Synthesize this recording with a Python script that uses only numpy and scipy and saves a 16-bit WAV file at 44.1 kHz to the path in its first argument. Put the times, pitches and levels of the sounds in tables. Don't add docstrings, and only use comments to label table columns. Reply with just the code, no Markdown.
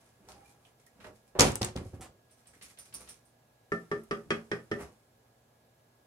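import sys
import numpy as np
from scipy import signal
from scipy.fft import rfft, irfft, next_fast_len
from scipy.io import wavfile
from scipy.ndimage import uniform_filter1d

SR = 44100
rng = np.random.default_rng(int(sys.argv[2]) if len(sys.argv) > 2 else 0)


def master(y):
    cut = np.clip(np.atleast_2d(y).T, -1, 1)
    pcm = np.round(cut * 32767)
    wavfile.write(sys.argv[1], SR, pcm.astype(np.int16))


N = 267523

# (start_s, level_db, contact along the handle 0-1, spatula turned onto its edge 0-1)
TAPS = [(3.7193, -22, 0, 0.18), (3.914, -23.5, 0.28, 0.05), (4.11, -22.5, 0.54, 0.1),
        (4.305, -20, 0.99, 0.14), (4.515, -23, 0.79, 0.72), (4.714, -21, 0.31, 0.7)]
POT_HZ = [62, 124, 170, 225, 335, 362, 408, 441, 505, 565, 645, 770, 1175, 1217, 1265, 1360, 1416, 1495,
          1631, 1782, 1872, 1938, 2191, 2444, 2568, 2896, 3252, 3967, 4910, 5200]
# (level_db, t60_s when ringing freely)
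POT_MODES = [(-18, 0.107), (-15.5, 0.22), (-7, 0.17), (-8, 0.25), (-18.5, 0.24), (-3.5, 0.075),
             (-2.5, 0.19), (-5, 0.046), (-17.5, 0.35), (-14.5, 0.16), (-21, 0.3), (-23, 0.23), (8.5, 0.057),
             (4, 0.11), (2.5, .15), (4, 0.15), (-12, 0.16), (2, 0.19), (6, 0.091), (12, 0.14), (3, 0.19),
             (7, 0.12), (-8, 0.24), (5, 0.055), (-4, 0.13), (-19, 0.17), (0.5, 0.081), (-20, 0.082),
             (-31, 0.19), (-12, 0.035)]
GROUP_STARTS_HZ = [900, 1300, 1450, 1700, 1820, 2000]
# (level_db at the handle's start, db gained along it, db gained by turning)
GROUP_WEIGHTS = [(-12.5, 2.5, -12), (-8.5, -19, -5), (-38, 23.5, 6), (-13.5, -10, -8), (-30, 5, 17),
                 (-37.5, 27, 1.5)]
# (level_db at the handle's start, db gained along it, db gained by turning)
CRACK_WEIGHT = (-25.5, 9.24, -1.7)
# (frequency_hz, level_db per Hz)
CRACK = [(350, -38), (600, -19), (1000, -9.5), (1250, -7), (1900, -2.5), (2200, -10), (3300, -15.5),
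         (3800, -24.5), (5300, -17.5), (6500, -26), (10000, -31.5), (16000, -63)]


def spatula_taps():
    out, t = np.zeros((2, N)), np.arange(SR // 2) / SR
    for start, level_db, along, turned in TAPS:
        group_db = [0] + [base + along * slid + turned * edge for base, slid, edge in GROUP_WEIGHTS]
        crack_db = np.dot(CRACK_WEIGHT, [1, along, turned])
        ring = 0
        for k, (hz, (mode_db, free_t60)) in enumerate(zip(POT_HZ, POT_MODES)):
            gain = amp(mode_db + group_db[np.searchsorted(GROUP_STARTS_HZ, hz)])
            t60 = 0.94 * min(free_t60, 0.22)
            ring = ring + gain * pot_mode(t, k, hz, t60)
        crack_fall = amp(14.5) * dying(t, 0.039, 0.00025) + amp(-2.0) * dying(t, 0.39, 0.0011)
        crack = spread(CRACK, len(t), 0.66) * crack_fall
        settling = amp(-900.0 * t ** 2)
        tap = amp(level_db) * (ring + amp(crack_db) * crack) * settling
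        add(out, start, heard(tap, lag_s=-0.0002, pan_db=-0.75, room_db=-7.0))
    return out


def pot_mode(t, k, hz, t60):
    low = hz < 900
    t = np.maximum(t - 0.0012 * low, 0)
    sign = 1 if low else (-1) ** k
    return sign * dying(t, t60, 0.5 / hz) * np.sin(2 * np.pi * hz * t)


# (start_s, level_db, rattle level_db re the box)
THUDS = [(1.389, -23.5, 9.5), (1.404, -22.5, -4), (1.425, -27, -4.5), (1.449, -25.5, -3),
         (1.499, -38.5, -4), (1.612, -29.5, 1.5), (1.661, -44, -0.5), (1.756, -34, -6.5), (1.811, -43, -26),
         (1.856, -44, -18), (1.933, -42, -28), (1.996, -46, -31), (2.09, -58.5, -29), (2.148, -66.5, -22.5)]
# (pitch_hz, width_hz, level_db before the slope)
CABINET = [(54.5, 45, -7), (104, 35, 1), (157, 46, -1.5), (221.3, 35, -2), (273, 15, -4.5),
           (363.6, 31, 1.5), (552.5, 59, 1), (692.7, 23, -5.5), (759, 38, 0.5), (830, 220, -6.5),
           (1300, 56, -8)]
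# (frequency_hz, level_db per Hz)
RATTLE = [(290, -31.5), (500, 1), (631, -10.5), (678, -6.5), (960, -5), (1510, -10.5), (2460, -11),
          (3440, -13.5), (5970, -18), (9630, -15.5), (16000, -41)]


def drawer():
    out, t = np.zeros((2, N)), np.arange(SR // 2) / SR
    soft_to_hard_db = [-42.5, -23]
    for start, level_db, rattle_db in THUDS:
        slope_db = np.interp(level_db, soft_to_hard_db, [-5.0, -1.8])
        t60 = np.interp(level_db, soft_to_hard_db, [0.17, 0.28])
        blow = 15.0 * np.exp(-t / 0.00011)
        push = blow + rng.standard_normal(len(t)) * dying(t, t60, 0.0019)
        box = 0
        for k, (hz, width, mode_db) in enumerate(CABINET):
            gain = (-1) ** k * amp(mode_db + slope_db * np.log2(hz / 100))
            box = box + gain * resonate(push, hz, width) / np.sqrt(width)
        box /= np.sqrt(np.mean(box[:1300] ** 2))
        grain = graininess(len(t), 60, 3.3)
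        rattle = spread(RATTLE, len(t), 0.29) * grain * dying(t, 0.83 * t60, 0.007)
        thud = amp(level_db) * (box + amp(rattle_db) * rattle)
        add(out, start, heard(thud, lag_s=0.00016, pan_db=-1.3, room_db=-7.0))
    return out


# (start_s, level_db, centre_hz, width_hz of each resonance pass)
CLICKS = [(1.3954, -10, 5450, 2200), (1.407, -5.5, 5700, 2470), (1.4178, -14.5, 5600, 2500),
          (1.519, -35, 6500, 5000), (1.5557, -22.5, 8200, 3560), (1.6182, -23.5, 4600, 3000),
          (1.63, -24, 4200, 3000), (1.6471, -23, 7730, 3500), (1.7633, -35, 4130, 3500),
          (1.775, -41, 3500, 4000)]


def utensil_clicks():
    out, t = np.zeros((2, N)), np.arange(SR // 5) / SR
    for start, level_db, hz, width in CLICKS:
        burst = spread([(1, 0), (2, 0)], len(t), 0.55) * dying(t, 0.007, 0.0002)
        snap = np.array([steep(port, hz, width) for port in burst])
        snap /= np.sqrt(np.mean(snap[:, :70] ** 2))
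        ring = amp(-13.5) * spread(RATTLE, len(t), 0.17) * dying(t, 0.077, 0.0009)
        click = amp(level_db) * (snap + ring)
        add(out, start, heard(click, lag_s=0.00016, pan_db=0.0, room_db=-10.5))
    return out


# (start_s, jingle level_db, centre_hz, rustle level_db, low rustle level_db,
# swing back level_db re the shake)
SHAKES = [(2.3097, -60.5, 8930, -68.5, -74, 4), (2.4708, -55.5, 8500, -62.5, -65.5, 2),
          (2.626, -50.5, 9580, -49.5, -62.5, -8.5), (2.7866, -42.5, 9400, -54.5, -64, -2),
          (2.9395, -35.5, 9340, -51.5, -56, 1), (3.0884, -44, 9080, -51.5, -62.5, -19),
          (3.2525, -63.5, 9000, -78, -86, -20.5)]
# (multiple of the centre, width_hz of each pass, level_db)
BEADS = [(1., 1000, 18), (.93, 170, 1.5), (1.1, 1600, 13), (1.3, 6400, 2), (1.5, 1900, -27)]
BACK_S, BACK_DB = 0.066, -20


def jingles():
    out, t = np.zeros((2, N)), np.arange(SR // 2) / SR
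    swings = [row[:3] for row in SHAKES]
    swings += [(s + BACK_S, db + BACK_DB + back_db, hz) for s, db, hz, _, _, back_db in SHAKES]
    for start, level_db, hz in swings:
        t60 = 0.1 + 0.0025 * (-33 - level_db)
        chatter = rng.standard_normal(len(t)) * graininess(len(t), 90, 3.0)
        bright = evened(sum(amp(d) * steep(chatter, hz * k, w) / np.sqrt(w) for k, w, d in BEADS))
        dull = evened(steep(chatter, 6060.0, 2000.0)) * dying(t, 1.15 * t60, 0.0038)
        fall = dying(t, t60, 0.0005) + amp(-1.0) * dying(t, 0.025, 0.0003)
        jingle = amp(level_db) * (bright * fall + amp(-8.5) * dull)
        add(out, start, heard(jingle, lag_s=-0.00022, pan_db=-4.5, room_db=-1.5))
    return out


# (start_s, level_db, centre_hz, width_hz of each resonance pass, t60_s)
KNOCKS = [(0.202, -59, 200, 300, 0.16), (0.286, -49.5, 830, 895, 0.13), (0.287, -42, 5500, 4070, 0.012),
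          (0.319, -41, 4900, 4040, 0.01), (.35, -56.5, 809, 30, 0.49), (.45, -60.5, 2390, 100, 0.13),
          (.65, -54.5, 3020, 900, 0.053), (.865, -54, 1920, 200, 0.039), (.864, -53, 9050, 9000, 0.05),
          (.95, -61.5, 225.3, 39.7, 1), (1.002, -52, 1700, 2940, 0.18), (1.043, -42.5, 1140, 2450, 0.091),
          (1.065, -46, 510, 400, 0.078), (1.351, -36, 530, 600, 0.31), (2.535, -58, 1920, 905, 0.074),
          (4.035, -54, 10500, 6200, 0.037), (4.258, -49, 150.5, 200, 0.15), (4.79, -45, 696, 910, 0.21)]


def knocks():
    out, t = np.zeros((2, N)), np.arange(SR // 2) / SR
    leads = [(s - 0.014, rustle_db + 1, 2560, 4000.0, 0.1) for s, _, _, rustle_db, _, _ in SHAKES]
    for start, level_db, hz, width, t60 in KNOCKS + leads:
        noise = spread([(1, 0), (2, 0.0053)], len(t), 1 - hz / 4400.0)
        knock = evened(np.array([steep(port, hz, width) for port in noise]))
        add(out, start, amp(level_db) * knock * dying(t, t60, 0.00039))
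    return out


# (start_s, end_s, slips per second, level_db, scrape level_db re the puffs)
CREAK = (2.005, 2.07, 191.5, -44., -4.)


def creak():
    start, end, slip_rate, level_db, scrape_db = CREAK
    t = np.arange(round((end - start) * SR) // 2 * 2) / SR
    waver = evened(uniform_filter1d(rng.standard_normal(len(t)), 300))
    slips = np.cumsum(slip_rate * (1 + 0.21 * waver)) / SR
    puffs = np.exp(-(slips % 1) / 0.15) * steep(rng.standard_normal(len(t)), 8600.0, 2800.0)
    scrape = amp(scrape_db) * evened(resonate(rng.standard_normal(len(t)), 605.0, 1500.0))
    judder = amp(-330.0 * t) * evened(puffs) + amp(-100.0 * t) * scrape
    out = np.zeros(N)
    add(out, start, amp(level_db) * judder * signal.windows.tukey(len(t), 0.2))
    return out


# (peak_s, rise_s, fall_s, low part level_db, high part level_db); rise and fall span 20 dB
STROKES = [(.01, .01, .25, -68, -64.5), (.3, .15, .4, -59.5, -68), (.29, .013, .09, -75, -54),
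           (.504, .12, .07, -73.5, -62), (0.667, .09, .09, -67.5, -67), (.8, .03, 0.073, -75, -67),
           (.87, .09, 0.053, -78, -83), (1.16, .04, 0.059, -81, -65), (1.072, .12, 0.058, -52, -60),
           (1.29, .06, .02, -82.5, -66.5), (1.765, .006, 0.052, -40, -63.5),
           (1.86, .06, 0.11, -64.5, -59.5), (1.946, .04, .05, -55, -66.5), (4.81, .04, 0.064, -42, -49.5)]
# (frequency_hz, level_db per Hz)
RUB_LOW = [(24, -45), (40, 0), (223, -4), (331, -5), (502, -3.5), (623, -10), (802, -7), (3000, -19.5),
           (3900, -49.5), (6600, -120)]
# (frequency_hz, level_db per Hz)
RUB_HIGH = [(710, -33.5), (1200, -10.5), (1910, -12.5), (2320, -7.5), (2530, -8), (2710, -12.5),
            (10400, -8.5), (16000, -27)]
RUSTLE_RISE_S, RUSTLE_FALL_S = 0.009, 0.094
WRIST_DB, WRIST_FALL_S = -41.5, 0.35


def rubs():
    out = np.zeros((2, N))
    rise_s, fall_s = RUSTLE_RISE_S, RUSTLE_FALL_S
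    shaken = [(s, rise_s, fall_s, low_db, db) for s, _, _, db, low_db, _ in SHAKES]
    shaken += [(s + BACK_S, rise_s, fall_s, low_db + back_db, db + back_db)
               for s, _, _, db, low_db, back_db in SHAKES]
    shaken += [(s + rise_s, rise_s, WRIST_FALL_S, db + WRIST_DB, db + WRIST_DB) for s, db, _, _ in TAPS]
    for peak, rise, fall, low_db, high_db in STROKES + shaken:
        start = max(peak - 2 * rise, 0)
        t = start - peak + np.arange(SR) / SR
        stroke = amp(-20 * np.where(t < 0, -t / rise, t / fall))
        grain = graininess(SR, 120, 3.5)
        low = amp(low_db) * coloured(RUB_LOW, SR)
        high = amp(high_db) * evened(grain * spread(RUB_HIGH, SR, 0.42))
        add(out, start, stroke * (low + high))
    return out


# (frequency_hz, level_db per Hz)
FLOOR = [(18, -54.5), (30, -22.5), (48, -11), (90, -14.5), (124, -3.5), (145, -25.5), (227, -13),
         (319, -17), (394, -14), (702, -13.5), (1280, -23.5), (1720, -22), (1860, -26.5), (10500, -32.5),
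         (16000, -31)]
# (frequency_hz, likeness -1 to 1)
LIKENESS = [(60, 1), (180, 1), (550, 0.58), (1650, -0.51), (4970, 0.24), (15000, 0.6)]
# (frequency_hz, phase_radians)
PORT_PHASE = [(0, -6), (780, -6), (1640, 7), (8180, 20), (10300, 38.5), (16300, 40.5)]
# (pitch_hz, level_db rms before the waver)
HUM = [(118.4, -72.5), (236.9, -80), (1658, -81.5)]


def kitchen():
    frames, hz = N // 256 + 5, np.fft.rfftfreq(1024, 1 / SR)
    a, b, c, d, patches = rng.standard_normal((frames, 513, 5)).T
    patches = evened(uniform_filter1d(uniform_filter1d(patches, 12, 0), 14, 1))
    same = read(LIKENESS, hz)[:, None]
    left, other = a + 1j * b, c + 1j * d
    right = same * left + np.sqrt(1 - same ** 2) * other
    right = right * np.exp(-1j * read(PORT_PHASE, hz))[:, None]
    z = np.array([left, right]) * amp(read(FLOOR, hz)[:, None] + 0.43 * patches)
    noise = evened(signal.istft(z, nperseg=1024, noverlap=768)[1][:, :N])
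    out = amp(-64) * noise * amp([[-0.6], [0.6]])
    t = np.arange(N) / SR
    for pitch_hz, level_db in HUM:
        waver = evened(uniform_filter1d(rng.standard_normal(N), 8000))
        tone = np.sin(2 * np.pi * (pitch_hz * t + rng.random()))
        out = out + np.sqrt(2) * amp(level_db + 1.3 * waver) * tone
    return out


# (frequency_hz, t60_s)
ROOM = [(150, 0.33), (600, 0.3), (2000, 0.2), (6000, 0.21), (14000, 0.079)]


def heard(x, lag_s, pan_db, room_db):
    half = SR // 2
    echoes = rng.standard_normal((2, half)) * (np.arange(half) > 150)
    hz, t, z = signal.stft(echoes, SR, nperseg=256)
    z = z * amp(-60 * t / read(ROOM, hz)[:, None])
    alike = np.clip(1 - hz / 1800, 0, 1)[:, None]
    z[1] = alike * z[0] + np.sqrt(1 - alike ** 2) * z[1]
    tail = signal.istft(z, SR, nperseg=256)[1][:, :half] * np.hanning(half * 2)[half:]
    x = np.pad(x * np.ones((2, 1)), ((0, 0), (0, SR // 4)))
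    length = x.shape[1]
    size = next_fast_len(length)
    f = np.fft.rfftfreq(size, 1 / SR)
    shift = np.exp(-1j * np.pi * f * lag_s * np.array([[1], [-1]]))
    direct = irfft(rfft(x, size) * shift, size)[:, :length]
    wet = signal.fftconvolve(x, tail / np.linalg.norm(tail[0]), axes=1)[:, :length]
    fade = np.minimum(np.arange(length)[::-1] / 4000, 1) ** 2
    return (direct + amp(room_db) * wet) * fade * amp([[pan_db / 2], [-pan_db / 2]])


def amp(db):
    return 10 ** (np.asarray(db) / 20)


def evened(x):
    return x / np.sqrt(np.mean(x ** 2) + 1e-20)


def read(points, hz):
    f, value = np.transpose(points)
    return np.interp(np.log(hz + 1), np.log(f + 1), value)


def add(mix, s, sound):
    part = mix[..., round(s * SR):][..., :sound.shape[-1]]
    part += sound[..., :part.shape[-1]]


def coloured(points, size):
    spectrum = rfft(rng.standard_normal(size)) * amp(read(points, np.fft.rfftfreq(size, 1 / SR)))
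    return evened(irfft(spectrum, size))


def spread(points, size, same):
    same = np.clip(same, 0, 1)
    shared = same * coloured(points, size)
    return shared + np.sqrt(1 - same ** 2) * np.array([coloured(points, size), coloured(points, size)])


def graininess(size, smooth, depth_db):
    return amp(depth_db * evened(uniform_filter1d(rng.standard_normal(size), smooth)))


def resonate(x, hz, width):
    turn = np.exp(2j * np.pi * hz * np.arange(len(x)) / SR)
    r = np.exp(-np.pi * width / SR)
    return 2 * (turn * signal.lfilter([1 - r], [1, -r], x / turn)).real


def steep(x, hz, width):
    return resonate(resonate(x, hz, width), hz, width)


def dying(t, t60, rise):
    return (1 - np.exp(-t / rise)) * amp(-60 * t / t60)


def scene():
    return (spatula_taps() + drawer() + utensil_clicks() + jingles() + kitchen()
            + heard(creak(), lag_s=0.00002, pan_db=-2.5, room_db=-3.0)[:, :N]
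            + heard(rubs() + knocks(), lag_s=0.0001, pan_db=-1.5, room_db=-3.5)[:, :N])


# (frequency_hz, level_db)
MICROPHONE = [(15, -28.5), (32, -14), (50, -4), (90, -2.5), (9000, -3.5), (12000, -3), (16000, -6.5)]


def record(dry):
    response = amp(read(MICROPHONE, np.fft.rfftfreq(N + 1, 1 / SR)))
    picked_up = irfft(rfft(dry, N + 1) * response, N + 1)[:, :N]
    rounded = 0.9 * np.tanh(picked_up / 0.9)
    band_limit = signal.firwin(511, 15900, window=("kaiser", 9), fs=SR)
    return signal.oaconvolve(rounded, band_limit[None], "same")


dry = scene()
out = record(dry)
master(out)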